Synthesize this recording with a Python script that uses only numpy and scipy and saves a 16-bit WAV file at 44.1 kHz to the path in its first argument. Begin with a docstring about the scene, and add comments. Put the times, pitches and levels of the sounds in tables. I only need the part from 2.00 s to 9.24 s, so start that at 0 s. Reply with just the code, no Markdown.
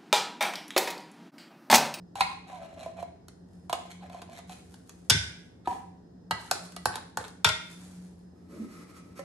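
"""A steel spoon scrapes thick soup out of a tin can into a ceramic bowl on a wooden kitchen table; an appliance hums.
0.2-2.5 s: stick-slip strokes, slides and taps excite the can's hollow note and wall modes; wet fizz follows.
3.1 s: the spoon clanks on the bowl's rim (beating modes). 3.7 s: the empty can lands on the table and rocks.
4.3-5.3 s: it stirs (gliding air-pocket notes) and knocks the filled bowl. 5.4 s: more rim clanks, then wet fizz.
6.3-7.2 s: a dish rubs over the boards (filtered slips and noise) and bumps. All in a small, hard room."""
import sys
import numpy as np
from scipy import signal
from scipy.fft import rfft, irfft, next_fast_len
from scipy.io import wavfile
from scipy.ndimage import map_coordinates

SR = 44100
rng = np.random.default_rng(int(sys.argv[2]) if len(sys.argv) > 2 else 0)


def wrap_up_sound(samples):
    """Save the sound to the file named by the first command line argument, as 16-bit audio."""
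    columns = np.atleast_2d(samples).T
    # keep every value between -1 and 1, then stretch to whole-number steps
    tamed = np.clip(columns, -1, 1)
    steps = np.round(tamed * 32767).astype(np.int16)
    wavfile.write(sys.argv[1], SR, steps)


N = 319284
TIME = np.arange(N) / SR
T = np.arange(int(SR * 0.7)) / SR  # time within one blow or echo [s]


def amp(db):
    """Decibels to gain."""
    return 10 ** (np.asarray(db) / 20)


def unit(x):
    """Scaled to rms 1."""
    return x / np.sqrt(np.mean(x ** 2) + 1e-20)


def along(points, hz):
    """(Hz, value) points interpolated on a log-frequency axis."""
    point_hz, value = np.transpose(points)
    return np.interp(np.log(hz + 1), np.log(point_hz + 1), value)


def decay(t, t60_s):
    """Exponential decay of 60 dB in t60_s."""
    return np.exp(-np.log(1000) * t / t60_s)


def filtered(x, response):
    """x times a complex response of frequency."""
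    n = x.shape[-1]
    padded = next_fast_len(n + 4096)
    hz = np.fft.rfftfreq(padded, 1 / SR)
    return irfft(rfft(x, padded) * response(hz), padded)[..., :n]


def coloured(x, spectrum):
    """x shaped by (Hz, dB) points."""
    return filtered(x, lambda hz: amp(along(spectrum, hz)))


def add(out, start_s, x):
    """Mix x into out from start_s."""
    part = out[:, round(start_s * SR):][:, :x.shape[1]]
    part += x[:, :part.shape[1]]


def wobble(rate_hz, size=N):
    """Smooth random curve, rate_hz knots a second."""
    knots = rng.standard_normal(int(size * rate_hz / SR) + 4)
    return map_coordinates(knots, [TIME[:size] * rate_hz])


def swell(t, length_s, attack_s, release_s):
    """Linear rise, hold to length_s, 60 dB fall in release_s."""
    return np.minimum(t / attack_s, 1) * decay(np.maximum(t - length_s, 0), release_s)


def gestures(rows, attack_s, release_s):
    """Swells from (start, length, dB, ...) rows: one gain curve per dB column."""
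    out = np.zeros((len(rows[0]) - 2, N))
    for start_s, length_s, *levels_db in rows:
        t = np.arange(int((length_s + release_s) * SR)) / SR
        add(out, start_s, np.outer(amp(levels_db), swell(t, length_s, attack_s, release_s)))
    return out


def slips(rate_hz, spread_db):
    """Irregular tiny impulses of random sign, their sizes spread by spread_db."""
    hits = rng.random(N) < rate_hz / SR
    signs = rng.choice([-1, 1], N)
    sizes = amp(spread_db * np.clip(rng.standard_normal(N), -2, 2))
    return unit(hits * signs * sizes)


def resonate(x, hz, width_hz):
    """x through a one-pole complex resonance whose pitch may glide."""
    turn = np.exp(2j * np.pi * np.cumsum(hz + np.zeros(N)) / SR)
    pole = np.exp(-np.pi * width_hz / SR)
    return unit((signal.lfilter([1], [1, -pole], x / turn) * turn).real)


def friction_tone(hz, jitter, rough_db):
    """Stick and slip lock onto a resonance: an unbroken tone, unsteady in pitch and strength."""
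    unsteady_hz = hz * (1 + jitter * wobble(200, len(hz)))
    phase = 2 * np.pi * np.cumsum(unsteady_hz) / SR
    return unit(np.sin(phase) * amp(rough_db * wobble(130, len(hz))))


def ring(modes, attack_s, detune=0):
    """One blow on (Hz, dB, t60) modes; the grip shifts their strength and, by detune, their pitch."""
    hz, db, t60_s = np.transpose(modes)[:, :, None]
    size_db, shift = rng.standard_normal((2, len(modes), 1))
    gain = amp(db + size_db)
    t = T[T < 1.2 * t60_s.max()]
    sign = (-1) ** np.arange(len(modes))[:, None]  # neighbouring modes swing against each other
    waves = sign * gain * decay(t, t60_s) * np.sin(2 * np.pi * hz * (1 + detune * shift) * t)
    x = waves.sum(axis=0) * (1 - np.exp(-t / attack_s)) / np.linalg.norm(gain)
    return np.pad(x, (0, len(T) - len(t)))


def burst(spectrum, t60_s):
    """Modes too crowded to tell apart: coloured noise that dies away."""
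    noise = unit(coloured(rng.standard_normal(len(T)), spectrum))
    return noise * decay(T, t60_s) * (1 - np.exp(-T / 0.000099))


# travel time of a bending wave: (frequency [Hz], delay [s])
BENDING = [(100, .012), (300, .011), (600, .0055), (1000, 0), (2000, 0.0031), (4500, 0)]


def bent(x, path=1):
    """Low bending waves travel slowly, so a knock chirps downward, more so over a long path."""
    def response(hz):
        cycles = np.cumsum(along(BENDING, hz)) * hz[1]  # integral of the delay over frequency
        return np.exp(-2j * np.pi * path * cycles)
    return filtered(x, response)


# diffuse sound: (frequency [Hz], left-right correlation [-1 to 1])
ALIKE = [(100, 0.89), (300, 0.71), (700, -0.2), (1500, 0.36), (3000, -0.2), (7000, -0.061)]


def diffuse(n):
    """Stereo noise, alike in the bass and nearly unrelated in the treble."""
    def mid_side(hz):
        angle = np.arccos(np.clip(along(ALIKE, hz), -1, 1)) / 2
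        return np.array([np.cos(angle), np.sin(angle)])
    mid, side = filtered(rng.standard_normal((2, n)), mid_side)
    return np.array([mid + side, mid - side])


# room decay: (frequency [Hz], t60 [s])
WALLS = [(150, 0.6), (800, 0.48), (2500, 0.58), (5000, 0.52), (10500, 0.44), (14000, 0.011)]
# air and walls swallow the top: (frequency [Hz], level [dB])
ECHO_COLOUR = [(11000, 0), (12300, -9), (13500, -24)]
# direct sound, opposite at the two ports: (frequency [Hz], phase [rad])
SKEW = [(150, 0), (1500, 0.17), (2000, 1.46), (2400, 2.5), (3000, 3), (4000, 3.5), (4600, 3.5), (5000, 5.5),
        (5600, 5.5), (6000, 6.5), (8000, 6.5), (10000, 7), (13000, 6), (16000, 8)]


def kitchen(x, room_db, early_db=-6, pan_db=-1):
    """Direct sound at two ports, quick echoes off the table, tail of the room; pan_db is left over right."""
    noise = diffuse(len(T))
    hz, t, z = signal.stft(noise, SR, nperseg=256)
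    z = z * decay(t, along(WALLS, hz)[:, None])
    tail = signal.istft(z, SR, nperseg=256)[1][:, :len(T)]
    tail = tail * (1 - np.exp(-T / 0.0031))
    early = noise[:, ::-1] * decay(T, 0.15) * (T > 0.0015)
    echoes = amp(room_db) * tail / np.linalg.norm(tail[0]) + amp(early_db) * early / np.linalg.norm(early[0])
    echoes = coloured(echoes, ECHO_COLOUR)
    direct = filtered(x, lambda hz: np.exp(1j * np.outer([-1, 1], along(SKEW, hz))))
    direct = direct * amp([[pan_db / 2], [-pan_db / 2]])
    return direct + signal.fftconvolve(x[None], echoes, axes=1)[:, :len(x)]


# rush of air: (frequency [Hz], relative level [dB])
AIR = [(15, -65), (25, -25), (76, -2), (145, -10.5), (180, 1.5), (206, -24.5), (236, -4), (427, -11),
       (607, -18.5), (734, -17), (1260, -32), (1890, -30.5), (2110, -44.5), (5000, -38), (16000, -59.5)]
# hum lines: (frequency [Hz], half width at half amplitude [Hz], level [dB])
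HUM = [(87.6, 5.1, -66), (118, 12, -69.5), (178.64, 6.2, -54.5), (231, 46, -68.5), (5100, 20, -85.5)]


def appliance():
    """Low rush of air, a few wavering hum lines and a thin whine: noise in narrow bands."""
    out = amp(-56.0) * unit(coloured(diffuse(N), AIR))
    for line_hz, width_hz, db in HUM:
        line = filtered(rng.standard_normal(N), lambda hz: 1 / (1 + ((hz - line_hz) / width_hz) ** 2))
        out = out + amp(db) * unit(line)
    return out


# loads on the table top: (time [s], level [dB])
THUMPS = [(3.1, -19), (3.135, -18.5), (3.67, -43), (4.309, -31), (4.512, -49), (4.858, -31.5), (5.174, -38),
          (5.446, -21.5)]
# board modes: (frequency [Hz], relative level [dB], t60 [s])
TABLE_MODES = [(76, -10.5, 0.27), (103, -4, 0.25), (155, 2.5, 0.09), (144, -12.5, 0.084),
               (214, -1.5, 0.051), (397.4, -9.5, 0.073)]


def table():
    """The boards boom on their low modes under the harder blows."""
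    out = np.zeros((2, N))
    for start_s, db in THUMPS:
        boom = bent(ring(TABLE_MODES, attack_s=0.0038))
        add(out, start_s, kitchen(amp(db) * boom, room_db=-12, early_db=-23.5, pan_db=0.0))
    return out


# shoves of the dish: (start [s], length [s], rumble level [dB], rub level [dB])
SHOVES = [(6.32, 0.178, -67.5, -71.5), (6.48, 0.175, -49.5, -56), (6.67, 0.16, -58, -53.5),
          (6.86, 0.046, -60, -53), (6.93, 0.048, -59, -49.5), (7.02, 0.11, -56.5, -64),
          (7.15, 0.03, -51.5, -43.5)]
# rumble of the boards: (frequency [Hz], relative level [dB])
BOARDS = [(88, -52.5), (150, -16), (217, -6), (259, 1.5), (428, -3.5), (545, -16.5), (637, -15), (900, -37),
          (1170, -72), (1980, -120)]
# rub of dish on wood: (frequency [Hz], relative level [dB])
RUB = [(600, -16), (1050, -0.5), (1300, 3.5), (1500, -10), (2050, 2), (3000, -11.5), (4200, -9), (5500, -9),
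       (7500, -11), (11000, -12.5), (13500, -20)]
# dish modes: (frequency [Hz], relative level [dB], t60 [s])
DISH_MODES = [(552, 0.5, 0.067), (786.7, -16, 0.11), (1040, -9, 0.033), (1314, -11, 0.054),
              (1790, -11, 0.034), (2050, -14, 0.037)]
# steel contact, also the dish's bump: (frequency [Hz], relative level [dB])
TICK = [(300, -8), (1500, -3), (4000, -3.5), (7000, -1), (10500, -3.5), (12500, -10.5), (16000, -11)]


def dish():
    """A dish rubs over the wood, judders once as it catches and bumps something as it leaves the table."""
    weight, speed = gestures(SHOVES, attack_s=0.041, release_s=0.11)
    rumble = amp(-0.5) * weight * unit(coloured(slips(rate_hz=500, spread_db=4.5), BOARDS))
    friction = rng.standard_normal(N)
    hiss = amp(-7) * unit(coloured(friction, RUB))
    rub = speed * (hiss + amp(-14) * resonate(friction, 1284, width_hz=39))
    judder = amp(-34.5) * np.exp(-((TIME - 6.608) / 0.015) ** 2) * np.sin(2 * np.pi * 220 * TIME)
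    out = kitchen(rumble + rub + judder, room_db=-2.5)
    bump = ring(DISH_MODES, attack_s=0.0013) + amp(-17) * burst(TICK, t60_s=0.045)
    add(out, 7.192, kitchen(amp(-30) * bump, room_db=-8.5))
    return out


# soup parts or slumps back: (start [s], length [s], level [dB])
SQUELCHES = [(1.27, 0.036, -81.5), (1.44, 0.37, -80.5), (2.47, 0.039, -62), (2.64, 0.75, -73.5),
             (3.09, 0.11, -68), (4.38, 0.26, -60.5), (4.76, 0.1, -72), (5.19, 0.042, -63.5),
             (5.6, 0.088, -65.5), (5.68, 0.2, -64), (5.9, 0.064, -75), (6.0, 0.25, -83.5)]
# wet fizz: (frequency [Hz], relative level [dB])
WET = [(500, -2), (1400, -1.5), (2600, -8.5), (4000, -6.5), (7000, -4.5), (10500, -5), (12200, -9),
       (13500, -26), (16000, -42)]


def soup():
    """Sticky fizz of tiny slips; thick soup is slow to move and to settle."""
    motion, = gestures(SQUELCHES, attack_s=0.025, release_s=0.54)
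    uneven = unit(amp(1.8 * wobble(11) + 2 * wobble(55)))
    fizz = unit(coloured(slips(rate_hz=270, spread_db=3.5), WET))
    return kitchen(motion * uneven * fizz, room_db=2.0)


# turns of the spoon through the soup: (start [s], length [s], level [dB])
STIRS = [(4.32, 0.2, -59), (4.53, 0.13, -57.5), (4.87, 0.12, -54), (5.19, 0.078, -58.5)]


def stirring(count=520):
    """Air pockets open and close behind the spoon, each a short note that glides up or down."""
    middle_hz, life_cycles, glide_spread = 896, 7, 0.19
    pockets, t = np.zeros((1, N)), T[:SR // 16]
    starts_s = np.linspace(0, TIME[-1], count) + rng.random(count) / 50
    for start_s, (size, bend, strength) in zip(starts_s, rng.standard_normal((count, 3))):
        pocket_hz = middle_hz * np.exp(0.35 * size)
        age = t * pocket_hz / life_cycles
        glide_hz = pocket_hz * np.exp(glide_spread * bend * np.tanh(age / 2))
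        note = age * np.exp(-2 * age) * np.sin(2 * np.pi * np.cumsum(glide_hz) / SR)
        add(pockets, start_s, amp(3 * strength) * note[None])
    push, = gestures(STIRS, attack_s=0.02, release_s=0.12)
    return kitchen(push * unit(pockets[0]), room_db=-9.5)


# metal edge on can, bowl or table:
# (start [s], length [s], tone level [dB], grit level [dB], first pitch [Hz], last pitch [Hz])
SLIDES = [(0.226, 0.11, -39, -56, 1013, 1078), (0.285, 0.04, -45, -55.5, 1950, 1840),
          (0.498, 0.077, -44, -67, 1063, 950), (0.518, 0.059, -58, -70, 2410, 2130),
          (0.628, 0.088, -59.5, -68, 2780, 2730), (0.635, 0.014, -44.5, -62, 1540, 1850),
          (0.791, 0.04, -55, -58, 4050, 3930), (0.814, 0.039, -49.5, -65, 2387, 2300),
          (0.969, 0.018, -48.5, -71.5, 2420, 2350), (2.004, 0.038, -47.5, -59.5, 1100, 750),
          (2.363, 0.026, -50.5, -52.5, 807, 1256), (3.642, 0.024, -51, -54, 1390, 1234),
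          (4.35, 0.051, -42.5, -53, 947, 1000), (4.41, 0.075, -52.5, -67, 1027, 885),
          (4.519, 0.036, -40.5, -53, 562, 360), (4.54, 0.045, -47, -56, 1256, 1127),
          (4.572, 0.025, -54.5, -58.5, 740, 608), (4.638, 0.023, -56, -66, 1240, 1118),
          (4.64, 0.025, -50, -70, 480, 410), (4.897, 0.048, -44.5, -49.5, 1663, 1520),
          (4.924, 0.046, -45, -51, 894, 1030), (4.945, 0.031, -46.5, -56, 1550, 1480),
          (4.961, 0.024, -36, -53.5, 944, 870), (5.006, 0.024, -52, -64.5, 1630, 1526),
          (5.02, 0.055, -54.5, -71, 328, 515), (5.176, 0.038, -40, -49.5, 563, 495),
          (5.224, 0.041, -49.5, -52.5, 778, 850), (5.232, 0.057, -57.5, -59.5, 1503, 1290)]
# grit under a wet edge: (frequency [Hz], relative level [dB])
SMEAR = [(300, -8.5), (600, -2.5), (950, 0.5), (1500, 0), (2200, -3), (3000, -6), (3900, -0.5),
         (5000, -15.5), (7000, -16.5), (11000, -17), (14000, -38)]


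def sliding():
    """Short gritty slides, each with a rough tone that glides as the contact moves."""
    attack_s, release_s = 0.016, 0.054
    tones, t = np.zeros((1, N)), T[:SR // 4]
    for start_s, length_s, tone_db, _, first_hz, last_hz in SLIDES:
        glide_hz = np.interp(t, [0, length_s], [first_hz, last_hz])
        squeak = friction_tone(glide_hz, jitter=0.035, rough_db=4)
        add(tones, start_s, amp(tone_db) * swell(t, length_s, attack_s, release_s) * squeak[None])
    grit_rows = [(start_s, length_s, grit_db) for start_s, length_s, _, grit_db, _, _ in SLIDES]
    bite, = gestures(grit_rows, attack_s, release_s)
    grains = amp(4.5 * wobble(90)) * slips(rate_hz=800, spread_db=4)
    smear = bite * unit(coloured(grains, SMEAR))
    return kitchen(amp(-9.5) * tones[0] + amp(-1.0) * smear, room_db=-9.5)


def knocks(rows, hollow, metal, buzz, hollow_db, metal_db, buzz_db, buzz_t60_s, tick_db, tick_t60_s,
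           path, room_db, pan_db, base=()):
    """Each contact ticks and buzzes, rings the metal and sounds the vessel's hollow and base."""
    out = np.zeros((2, N))
    for start_s, db, pitch_hz, ring_db, crack_db in rows:
        modes = [(pitch_hz * ratio, level_db, t60_s) for ratio, level_db, t60_s in hollow] + list(base)
        body = ring(modes, attack_s=0.0006, detune=0.013)
        walls = ring(metal, attack_s=0.00071, detune=0.0065)
        contact = amp(tick_db) * burst(TICK, tick_t60_s) + amp(buzz_db) * burst(buzz, buzz_t60_s)
        x = amp(hollow_db) * body + amp(metal_db + ring_db) * walls + amp(crack_db) * contact
        add(out, start_s, kitchen(amp(db) * bent(x, path), room_db, early_db=-7.5, pan_db=pan_db))
    return out


# empty can on the table: (time [s], level [dB], hollow pitch [Hz], wall ring level [dB], tick level [dB])
SET_DOWN = [(3.673, -15.5, 756, -23, -37), (3.707, -30, 773, -34, -27.5), (3.727, -27, 745, -32.5, -34.5),
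            (3.756, -36.5, 760, -34, -32)]
# empty can's hollow modes: (ratio to the pitch [1], relative level [dB], t60 [s])
EMPTY_CAN = [(0.29, -5, 0.022), (.46, -2.5, 0.015), (1, 3.5, 0.062), (1.29, 0, 0.078), (1.7, -15.5, 0.043),
             (2.32, -11.5, 0.02), (2.68, -21.5, .04), (3.1, -19, 0.026)]
# can wall modes: (frequency [Hz], relative level [dB], t60 [s])
CAN_WALL = [(930, 3, .03), (1035, 5, .04), (1400, -5, .025), (1900, -9, .05), (2130, -3, .06),
            (2350, -9, .04), (2530, 0, .035), (2640, -6, .045), (2850, -10, .05), (3690, -6, .04),
            (3900, -7, .03), (4080, 1, .033), (4220, -7, .04), (4500, -9, .04), (4850, -9, .04),
            (6250, -13, .04)]
# can's fine, crowded modes: (frequency [Hz], relative level [dB])
CAN_BUZZ = [(300, -6.5), (900, 8), (1500, 0), (2400, -3), (3200, -0.5), (4100, -2), (5200, -13),
            (9000, -13), (14000, -31)]


def set_down():
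    """The empty can lands on the table and rocks; its hollow rings longer than the full one."""
    return knocks(SET_DOWN, EMPTY_CAN, CAN_WALL, CAN_BUZZ, hollow_db=-1.0, metal_db=-14,
                  buzz_db=11.5, buzz_t60_s=0.046, tick_db=-1.5, tick_t60_s=0.35,
                  path=0.16, room_db=-4.5, pan_db=-1.0)


# spoon on the filled bowl: (time [s], level [dB], knock pitch [Hz], spoon ring level [dB], tick level [dB])
BOWL_KNOCKS = [(1.283, -49.5, 736, -15.5, -6.5), (2.741, -41, 860, -25, -18.5), (2.894, -53, 843, -5, -0.5),
               (4.309, -8.5, 913, 0.5, -32.5), (4.315, -19, 742, 7, -28), (4.512, -7, 717, -33, -22),
               (4.721, -57, 785, -33, -1), (4.764, -25, 707, 1, -22.5), (4.856, -4, 861, -16, -28.5),
               (4.956, -18.5, 886, -18.5, -22.5), (5.098, -45.5, 867, -13.5, -28.5),
               (5.172, -10.5, 872, -17, -30.5), (5.281, -45, 809, -13.5, -11)]
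# filled bowl's hollow modes: (ratio to the pitch [1], relative level [dB], t60 [s])
BOWL_HOLLOW = [(.57, -1.5, 0.014), (0.839, -2, 0.028), (1.001, 5.5, 0.023), (1.3, -2.5, 0.018),
               (1.7, -2.5, .026), (2.05, -5.5, 0.018)]
# spoon modes: (frequency [Hz], relative level [dB], t60 [s])
SPOON = [(1180, -2.5, 0.044), (1270, 1, .06), (1415, -3, .04), (1660, -2.5, .05), (1960, -0.5, 0.11),
         (2250, -4, .05), (2780, -3, .035), (2900, -3, .05), (3038, -1.5, .035), (3230, -4.5, 0.039),
         (3870, -5, .025), (4140, -0.5, 0.069), (4270, -2, 0.032), (4616, -5, .025), (4900, -7, .025),
         (5000, -8.5, 0.037), (7100, -21.5, .05)]
# fine, crowded modes of the knock: (frequency [Hz], relative level [dB])
BOWL_BUZZ = [(400, -7), (900, -1), (1500, 1.5), (2000, -7), (3000, -10.5), (4500, 2), (5500, -6),
             (9000, -13.5), (14000, -27.5)]


def bowl_knocks():
    """The spoon knocks the filled bowl: short hollow modes, with the spoon's own ring."""
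    return knocks(BOWL_KNOCKS, BOWL_HOLLOW, SPOON, BOWL_BUZZ, hollow_db=-6.0, metal_db=-13.0,
                  buzz_db=5.0, buzz_t60_s=0.04, tick_db=11.5, tick_t60_s=0.021,
                  path=0.3, room_db=-9.0, pan_db=-1.0)


# steel on the bare rim: (time [s], level [dB], bowl body level [dB], clash level [dB],
# clash pitch [Hz], tick level [dB], lasting ring level [dB])
CLANKS = [(3.098, -5, -11.5, 2, 5100, -3.5, -18), (3.102, -7.5, -12, 7, 4950, -2, -1.5),
          (3.106, -10, -17.5, 4.5, 4890, -7.5, -12.5), (3.123, -24, -4, -2, 4880, -11.5, 4.5),
          (5.445, -5.5, -0.5, 3.5, 3700, -7, -16.5), (5.4475, -12, 0, 4.5, 5200, -11, -20),
          (5.464, -24, 2.5, 6, 4900, -9.5, -19), (5.471, -21.5, 6.5, 4.5, 3400, -8.5, -18),
          (5.489, -20.5, 4.5, 10, 4270, -3, -12), (5.494, -27, 8.5, 8, 2980, -9, -19)]
# crowded modes of the clash: (ratio to the clash pitch [1], relative level [dB])
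CLASH = [(0.079, -21.5), (.28, -4.5), (.45, -5), (.75, -0.5), (1, 1.5), (1.15, -1), (1.45, -8),
         (2.3, -15.5), (2.9, -41.5)]
# rim modes: (frequency [Hz], relative level [dB], t60 [s])
RIM = [(2325, -1.5, 0.18), (2820, -4.5, 0.13), (3240, -4.5, 0.22), (3547, 4.5, 0.14), (3685, -4, 0.058),
       (4044, -2, 0.08), (4555, -6, .07), (4740, 0, 0.06), (5020, 2, 0.061), (5100, -2.5, .09),
       (5370, -0.5, 0.11), (5470, -1.5, 0.051), (5600, -6.5, 0.09), (6900, -6.5, 0.09), (7150, -7.5, 0.11),
       (8230, -3, 0.11), (9040, -7.5, 0.12)]
# bowl body modes: (frequency [Hz], relative level [dB], t60 [s])
BOWL_BODY = [(434, -22.5, 0.11), (626, -15, 0.13), (923, -5, 0.053), (1117, -4.5, 0.0065), (1427, -3, 0.06),
             (1318, -9.5, 0.043), (1545, -8.5, 0.04), (1898, -14, 0.09), (2137, -13.5, 0.22)]
# lasting modes: (frequency [Hz], relative level [dB], t60 [s])
FREE_RING = [(1440, -7, .35), (1500, -2, .4), (1530, -2, .42), (1580, -4, .38), (1655, -4, .38),
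             (1990, -5, .33), (2085, -3, .36), (2159, 1, .38), (2422, -7, .35), (2837, -7, .33),
             (3090, -7, .3), (3542, 1, .33), (3582, 0, .29), (4484, -8, .18), (4605, -4, .18),
             (4793, -3, .17), (5235, -4, .17), (5685, -7, .25)]


def clanks():
    """Hard blows on the rim, which no soup damps, clash; close pairs of modes beat as they ring on."""
    out = np.zeros((2, N))
    for start_s, db, body_db, clash_db, clash_hz, crack_db, free_db in CLANKS:
        clash = [(clash_hz * ratio, level_db) for ratio, level_db in CLASH]
        # the contact favours modes near its own pitch
        rim_modes = [(hz, level_db + along(clash, hz), t60_s) for hz, level_db, t60_s in RIM]
        rim = amp(-12.0) * ring(rim_modes, attack_s=0.00036, detune=0.003)
        body = amp(body_db - 6.5) * ring(BOWL_BODY, attack_s=0.0004)
        crash = amp(clash_db - 11.0) * burst(clash, t60_s=0.032)
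        tick = amp(crack_db - 5.0) * burst(TICK, t60_s=0.019)
        blow = amp(db) * bent(rim + body + crash + tick)
        add(out, start_s, kitchen(blow, room_db=-8.5, early_db=-10, pan_db=1.0))
        lasting = amp(db + free_db - 14.5) * ring(FREE_RING, attack_s=0.00062)
        add(out, start_s, kitchen(lasting, room_db=-6.5, early_db=-14))
    return out


# can's hollow note over two scoops: (time [s], pitch [Hz])
CAN_NOTE = [(0.2, 788), (0.5, 771), (0.56, 741), (0.61, 662), (0.78, 638), (0.87, 658.7), (1.03, 688),
            (1.72, 704.5), (2.03, 727), (2.15, 691), (2.35, 681), (2.5, 732)]


def can_note(s):
    """Pitch of the can's hollow at time s, which moves with the spoon's place."""
    return np.interp(s, *np.transpose(CAN_NOTE))


# spoon on the can: (time [s], level [dB], wall ring level [dB], tick level [dB])
CAN_TAPS = [(0.155, -26.5, -33, -21), (0.207, -10.5, -5.5, -21), (0.216, -24.5, -2, -33),
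            (0.86, -24.5, -37, -36), (0.987, -30.5, -33, -41), (1.026, -23.5, -29, -33),
            (1.696, -25, -14, -20), (1.728, -16.5, -28, -18), (1.852, -37.5, -20, -37),
            (2.031, -37, -29, -39), (2.097, -38.5, -12.5, -24.5), (2.145, -30.5, -23, -35),
            (2.218, -34, -21, -17.5), (2.29, -37, -39, -42), (2.387, -39, -19, -16),
            (2.495, -37, -31, -18.5)]
# can's hollow modes: (ratio to the pitch [1], relative level [dB], t60 [s])
CAN_HOLLOW = [(1.001, 3.5, 0.043), (1.17, -10, 0.011), (1.899, -26.5, 0.0081)]
# can's flat end: (frequency [Hz], relative level [dB], t60 [s])
CAN_BASE = [(1009, -10, 0.071)]


def can_taps():
    """The spoon taps the can: hollow note of the moment, flat end and wall modes."""
    rows = [(start_s, db, can_note(start_s), ring_db, tick_db) for start_s, db, ring_db, tick_db in CAN_TAPS]
    return knocks(rows, CAN_HOLLOW, CAN_WALL, CAN_BUZZ, hollow_db=-2.0, metal_db=4.5,
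                  buzz_db=8.5, buzz_t60_s=0.045, tick_db=3.5, tick_t60_s=0.036,
                  path=0.403, room_db=-8, pan_db=-1.5, base=CAN_BASE)


# rasp of the edge: (frequency [Hz], relative level [dB])
RASP = [(710, -28.5), (1200, -12.5), (1550, -14), (1900, -3.5), (2340, -3.5), (2900, -12), (3570, -5),
        (4100, -5.5), (4600, -12), (5170, -10.5), (6960, -5.5), (8040, -10.5), (11300, -11), (14000, -38.5)]


def grit():
    """Clumps of tiny slips ring the wall, whose resonances wander with the point of contact."""
    grains = amp(4.5 * wobble(110)) * slips(rate_hz=700, spread_db=4)
    wall = sum(resonate(grains, hz * (1 + 0.07 * wobble(16)), width_hz=130) for hz in (1550, 2400, 3100, 4050))
    return unit(coloured(grains + amp(-9) * wall, RASP))


# spoon along the can's wall: (start [s], length [s], groan level [dB], chatter level [dB], rasp level [dB])
STROKES = [(0.153, 0.084, -43, -42, -45.5), (0.465, 0.02, -51, -50, -64), (0.485, 0.029, -48, -46, -59.5),
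           (0.515, 0.074, -42.5, -48, -59), (0.59, 0.068, -45.5, -45.5, -61.5),
           (0.635, 0.012, -66, -63, -71), (0.68, 0.066, -55.5, -54, -66), (0.76, 0.034, -46, -49, -67),
           (0.79, 0.062, -50, -48, -52), (0.862, 0.027, -42, -52, -70), (0.89, 0.05, -51.5, -58, -74),
           (0.96, 0.071, -45, -47, -62.5), (1.05, 0.063, -68, -76, -90), (1.8, 0.1, -66, -59, -63),
           (1.895, 0.027, -59, -55, -49), (2.02, 0.042, -48.5, -47, -65), (2.11, 0.086, -61, -49.5, -58.5),
           (2.235, 0.042, -62, -69, -69), (2.285, 0.063, -55, -51.5, -58), (2.34, 0.054, -56, -55, -53.5),
           (2.488, 0.044, -55, -50, -50)]
# what the can's mouth radiates: (frequency [Hz], relative level [dB])
HOLLOW_BAND = [(250, -22.5), (600, 4.5), (1100, -5.5), (2000, 3), (10000, -8.5), (14000, -30)]


def scraping():
    """The spoon's edge sticks and slips on the tin: groan on the hollow note, chatter and rasp."""
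    pressure, skip, bite = gestures(STROKES, attack_s=0.013, release_s=0.046)
    pitch_hz = can_note(TIME)
    groan = friction_tone(pitch_hz, jitter=0.028, rough_db=2)
    edge = amp(1.6 * wobble(38)) * slips(rate_hz=440, spread_db=0.0)
    chatter = resonate(edge, pitch_hz * 1.06, width_hz=170) + amp(-7.5) * resonate(edge, 1015, width_hz=31)
    chatter = unit(coloured(chatter, HOLLOW_BAND))
    scrape = amp(-3.0) * pressure * groan + amp(-6.0) * skip * chatter + amp(-2.5) * bite * grit()
    catching = unit(amp(2 * wobble(170)))
    return kitchen(catching * scrape, room_db=-4.5, early_db=-8.5, pan_db=-1.0)


def scene():
    """Everything on the table, in the kitchen."""
    background = appliance() + table() + dish()
    wet = soup() + stirring()
    blows = set_down() + bowl_knocks() + clanks() + can_taps()
    return background + wet + blows + sliding() + scraping()


# microphone response: (frequency [Hz], level [dB])
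MICROPHONE = [(20, -8.5), (45, -3), (80, 1), (10500, 0.5), (12500, 0.5), (14000, -4.5), (16500, -12.5)]


def record(dry):
    """The small microphone dulls both ends of the range and keeps nothing above its band limit."""
    top_hz = 16600
    return filtered(coloured(dry, MICROPHONE), lambda hz: hz < top_hz)


dry = scene()
out = record(dry)
wrap_up_sound(out)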